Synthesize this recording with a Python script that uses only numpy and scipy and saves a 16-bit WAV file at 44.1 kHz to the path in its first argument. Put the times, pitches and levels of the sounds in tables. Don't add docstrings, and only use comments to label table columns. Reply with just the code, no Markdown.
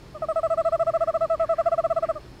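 import sys
import numpy as np
from scipy import signal
from scipy.fft import rfft, irfft
from scipy.io import wavfile
from scipy.ndimage import uniform_filter1d

SR = 44100
rng = np.random.default_rng(int(sys.argv[2]) if len(sys.argv) > 2 else 0)


def amplitude_ratio(level_db):
    exponent = np.asarray(level_db, float) / 20
    return 10 ** exponent


def wrap_up_sound(samples):
    columns = np.atleast_2d(samples).T
    tamed = np.clip(columns, -1, 1)
    steps = np.round(tamed * 32767).astype(np.int16)
    wavfile.write(sys.argv[1], SR, steps)


N = 105840

# frequency in Hz, density in dB per Hz.
NIGHT_SPECTRUM = [(15, -32), (25, 1.5), (173, -7.5), (281, -8.5), (313, -1.5), (399, -10), (482, -11.5),
                  (4380, -29.5), (15500, -46)]
# centre in Hz, width in Hz, level in dB, throb rate per s, throb depth in dB.
HUMS = [
    (51.3, 25, -53.5, 8, 0),
    (128, 42, -50.5, 8, -0.5),
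    (345.3, 85, -56.5, 3.8, 1),
    (4110, 450, -70, 14, 3.5),
    (4405, 360, -69.5, 14, 1),
    (5030, 79, -75, 7, 2.5),
    (5296, 220, -70.5, 21, 1),
]
# start in s, length in s, effort in dB, top pitch in Hz.
HOOTS = [(0.149, 0.03, -38.5, 622), (0.2219, 0.0308, -30.6, 630.0), (0.2865, 0.041, -29.5, 651.0),
         (0.3595, 0.0425, -28.6, 663.0), (0.4322, 0.0419, -28.3, 668.0), (0.5031, 0.0435, -28.5, 673.0),
         (0.5763, 0.0432, -28.2, 679.0), (0.6514, 0.0417, -28.4, 682.0), (0.7241, 0.0397, -28.1, 687.0),
         (0.7971, 0.0393, -28.2, 688.0), (0.8696, 0.0375, -28.2, 690.0), (0.9391, 0.0369, -28.1, 692.0),
         (1.0088, 0.0352, -28.1, 694.0), (1.0761, 0.034, -28.4, 692.0), (1.1425, 0.0342, -28.5, 691.0),
         (1.2104, 0.0499, -28.4, 682.0), (1.3009, 0.0551, -28.3, 673.0), (1.3987, 0.0531, -28.2, 674.0),
         (1.4936, 0.0501, -28.0, 679.0), (1.5853, 0.0341, -27.6, 693.0), (1.6603, 0.0312, -27.3, 709.0),
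         (1.7188, 0.0312, -27.8, 700.0), (1.7802, 0.0293, -27.8, 697.0), (1.8413, 0.0286, -27.8, 693.0),
         (1.903, 0.0286, -28.1, 690.0), (1.9643, 0.0285, -28.0, 686.0), (2.0271, 0.0277, -28.3, 683.0),
         (2.0903, 0.0276, -28.1, 677.0), (2.158, 0.025, -35, 624)]
# time in s, pitch rise in Hz, sag in Hz, attack in s,
# creep before the attack in dB.
MANNER = [(.15, -6, 20, .008, -14), (.22, -24, 0, .0022, -18), (.3, 17, 10, .003, -21),
          (.44, 23, 9, .0023, -16), (.52, 38, 9, .007, -13), (.75, 56, 6, .01, -5),
          (1.15, 70, 25, .0107, -3), (1.3, 24, 22, .0075, -22), (1.52, 29, 23, .008, -20),
          (1.66, 59, 46, .007, -13), (2.1, 31, 24, .007, -14), (2.16, 0, 20, .011, -10)]
# pitch in Hz, fundamental in dB, octave in dB, octave phase in rad,
# upper partials in dB.
THROAT = [(560, -3.8, .8, -2.8, -16), (590, 1.1, 2.6, -3.1, -12), (620, 6.2, 3.2, -2.7, -9),
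          (645, 9.4, 2.0, -2.1, -5.5), (665, 12.0, -.6, -1.75, 0), (685, 14.1, -4.2, -1.3, 1)]
# frequency in Hz, level in dB.
UPPER_PARTIALS = [(1700, -7.5), (2000, -18.5), (2650, -24), (3300, -32.5), (4500, -44.5), (6000, -42.5),
                  (7300, -40), (13000, -74.5)]
# time in s, frequency in Hz, level in dB.
THROAT_RING = [(.22, 8900, -7.5), (.3, 8440, 3.5), (.4, 7830, -0.5), (.75, 7790, -0.5), (1.15, 7720, -6),
               (1.52, 7600, -4), (1.66, 7750, -5), (2.1, 7820, -5.5)]
# centre in s, length in s, level in dB, frequency in Hz, width in Hz.
RUSTLES = [
    (1.0, .26, -56, 1750, 500),
    (1.41, .05, -51, 2100, 1000),
    (1.46, .09, -55, 1600, 500),
    (1.43, .09, -53, 950, 350),
    (1.58, .09, -53, 1750, 800),
    (1.64, .14, -55, 1300, 900),
    (2.058, .055, -51, 1850, 700),
    (2.055, .05, -57, 2700, 400),
    (2.11, .12, -56, 1600, 500),
]

FULL_VOICE_DB = -29.5


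def band(hz, width_hz):
    f = np.arange(N // 2 + 1) * SR / N
    spectrum = rfft(rng.standard_normal(N)) / (1 + (2 * (f - hz) / width_hz) ** 2)
    x = irfft(spectrum, N)
    return x / x.std()


def walk(rate_hz):
    hold = int(SR / rate_hz)
    steps = np.repeat(rng.standard_normal(N // hold + 4), hold)
    w = uniform_filter1d(uniform_filter1d(steps, hold), hold)[hold:N + hold]
    return w / w.std()


def logistic(x):
    return 1 / (1 + np.exp(-x))


def decay(t, tau_s):
    return np.exp(-np.maximum(t, -tau_s) / tau_s)


def night():
    air = np.zeros(N)
    spectrum_hz, spectrum_db = np.array(NIGHT_SPECTRUM).T
    for hz in 25 * 2 ** np.arange(0, 9.4, .5):
        density_db = np.interp(np.log(hz), np.log(spectrum_hz), spectrum_db)
        db = density_db + 10 * np.log10(hz) + 0.2 * walk(15)
        air += amplitude_ratio(db) * band(hz, 0.53 * hz)
    out = amplitude_ratio(-47) * air / air.std()
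    for hz, width_hz, db, throb_hz, throb_db in HUMS:
        out += amplitude_ratio(db + throb_db * walk(throb_hz)) * band(hz, width_hz)
    return out


def pitch(u, length, db, top_hz, rise_hz, sag_hz):
    rise_s, sag_s, fall_s, fall_hz = .0128, .0038, .0051, 120
    lowest_hz, knee_hz = 566, 8
    sag_at_s = .023 * min(1, amplitude_ratio((db + 1 - FULL_VOICE_DB) / 2))
    climb = rise_hz * np.exp(-np.maximum(u, -.004) / rise_s)
    sag = sag_hz * logistic((u - sag_at_s) / sag_s)
    fall = fall_hz * min(1, amplitude_ratio(db - FULL_VOICE_DB)) * np.exp(np.minimum(u - length, .02) / fall_s)
    hz = top_hz - climb - sag - fall
    return lowest_hz + knee_hz * np.logaddexp(0, (hz - lowest_hz) / knee_hz)


def upper_partials(phase, hz, bright_db, ring_hz, ring_db):
    partial_hz, partial_db = np.array(UPPER_PARTIALS).T
    out = 0
    for k in range(3, 20):
        f = k * hz
        ring = 0
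        for centre_hz, peak_db in ((ring_hz, -28), (8310, -36), (11700, -42.5)):
            ring = ring + amplitude_ratio(peak_db) / (1 + (2 * (f - centre_hz) / 233) ** 2)
        body = amplitude_ratio(bright_db + np.interp(np.log(f), np.log(partial_hz), partial_db))
        gain = body + amplitude_ratio(ring_db) * ring
        out = out + gain * np.cos(k * phase + 2 * np.pi * rng.random())
    return out


def hoot(start, length, db, top_hz, u, chance):
    manner, ring, throat = (np.array(table).T for table in (MANNER, THROAT_RING, THROAT))
    rise_hz, sag_hz, attack_s, creep_db = (np.interp(start, manner[0], c) for c in manner[1:])
    ring_hz, ring_db = (np.interp(start, ring[0], c) for c in ring[1:])
    hz = pitch(u, length, db, top_hz, rise_hz, sag_hz)
    low_db, octave_db, octave_rad, bright_db = (np.interp(hz, throat[0], c) for c in throat[1:])
    jitter, shimmer, breath, ring_breath = chance
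    phase = 2 * np.pi * (np.cumsum(hz * (1 + .001 * jitter)) / SR + rng.random())

    opens = logistic(4 * u / attack_s)
    creep = amplitude_ratio(creep_db) * np.exp(np.minimum(u, 0) / .0041) * (1 - opens)
    tail = np.exp(-np.maximum(u - length, 0) / .0052)
    cut = logistic(-(u - length - .012 + attack_s / 2) / .0022)
    soft_attack_s, bend_s = .008, .002
    flick_rad = .8 * max(0, 1 - attack_s / soft_attack_s) * decay(u, bend_s)
    fundamental = amplitude_ratio(low_db) * (opens + creep) * tail * cut * np.cos(phase - flick_rad)

    since = u + .11 * attack_s
    snap_s = .0032 * max(1, amplitude_ratio(FULL_VOICE_DB - 2 - db))
    snap = logistic(4 * since / snap_s)
    shut = logistic(-2 * (u - length) / .0046)
    octave_rad = octave_rad + .9 * min(1, attack_s / soft_attack_s) * decay(since, bend_s)
    octave_db = octave_db + .2 * min(0, db - 6.5 - FULL_VOICE_DB)
    high = amplitude_ratio(octave_db) * np.cos(2 * phase + octave_rad)
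    high = high + amplitude_ratio(-49) * breath + amplitude_ratio(-41.5 + ring_db) * ring_breath
    high = high + upper_partials(phase, hz, bright_db, ring_hz, ring_db)
    return amplitude_ratio(0.3 + db + .15 * shimmer) * (fundamental + high * snap * shut)


def echo(x):
    echo_db, t60_s = -29, .3
    t = np.arange(SR // 2) / SR
    tail = rng.standard_normal(len(t)) * amplitude_ratio(-60 * t / t60_s) * (t > .008)
    tail = tail / np.sqrt(np.sum(tail ** 2))
    return amplitude_ratio(echo_db) * signal.fftconvolve(x, tail)[:N]


def owl():
    out = np.zeros(N)
    chance = np.array([walk(250), walk(150), band(3800, 4000), band(7900, 900)])
    for start, length, db, top_hz in HOOTS:
        i = np.arange(int((start - .02) * SR), int((start + length + .036) * SR))
        out[i] += hoot(start, length, db, top_hz, i / SR - start, chance[:, i])
    return out + echo(out)


def rustles():
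    t = np.arange(N) / SR
    out = np.zeros(N)
    for centre_s, length_s, db, hz, width_hz in RUSTLES:
        swell = np.exp(-(2 * (t - centre_s) / length_s) ** 2)
        out += amplitude_ratio(db + 1.5 * walk(150)) * swell * band(hz, width_hz)
    return out


def scene():
    return (night() + owl() + rustles())[None]


def band_limit(x):
    return signal.sosfilt(signal.butter(12, 15870, fs=SR, output="sos"), x)


def record(dry):
    top_cut = signal.ellip(8, .1, 40, 15800, fs=SR, output="sos")
    mix = signal.sosfiltfilt(top_cut, dry)
    return band_limit(mix)


dry = scene()
out = record(dry)
wrap_up_sound(out)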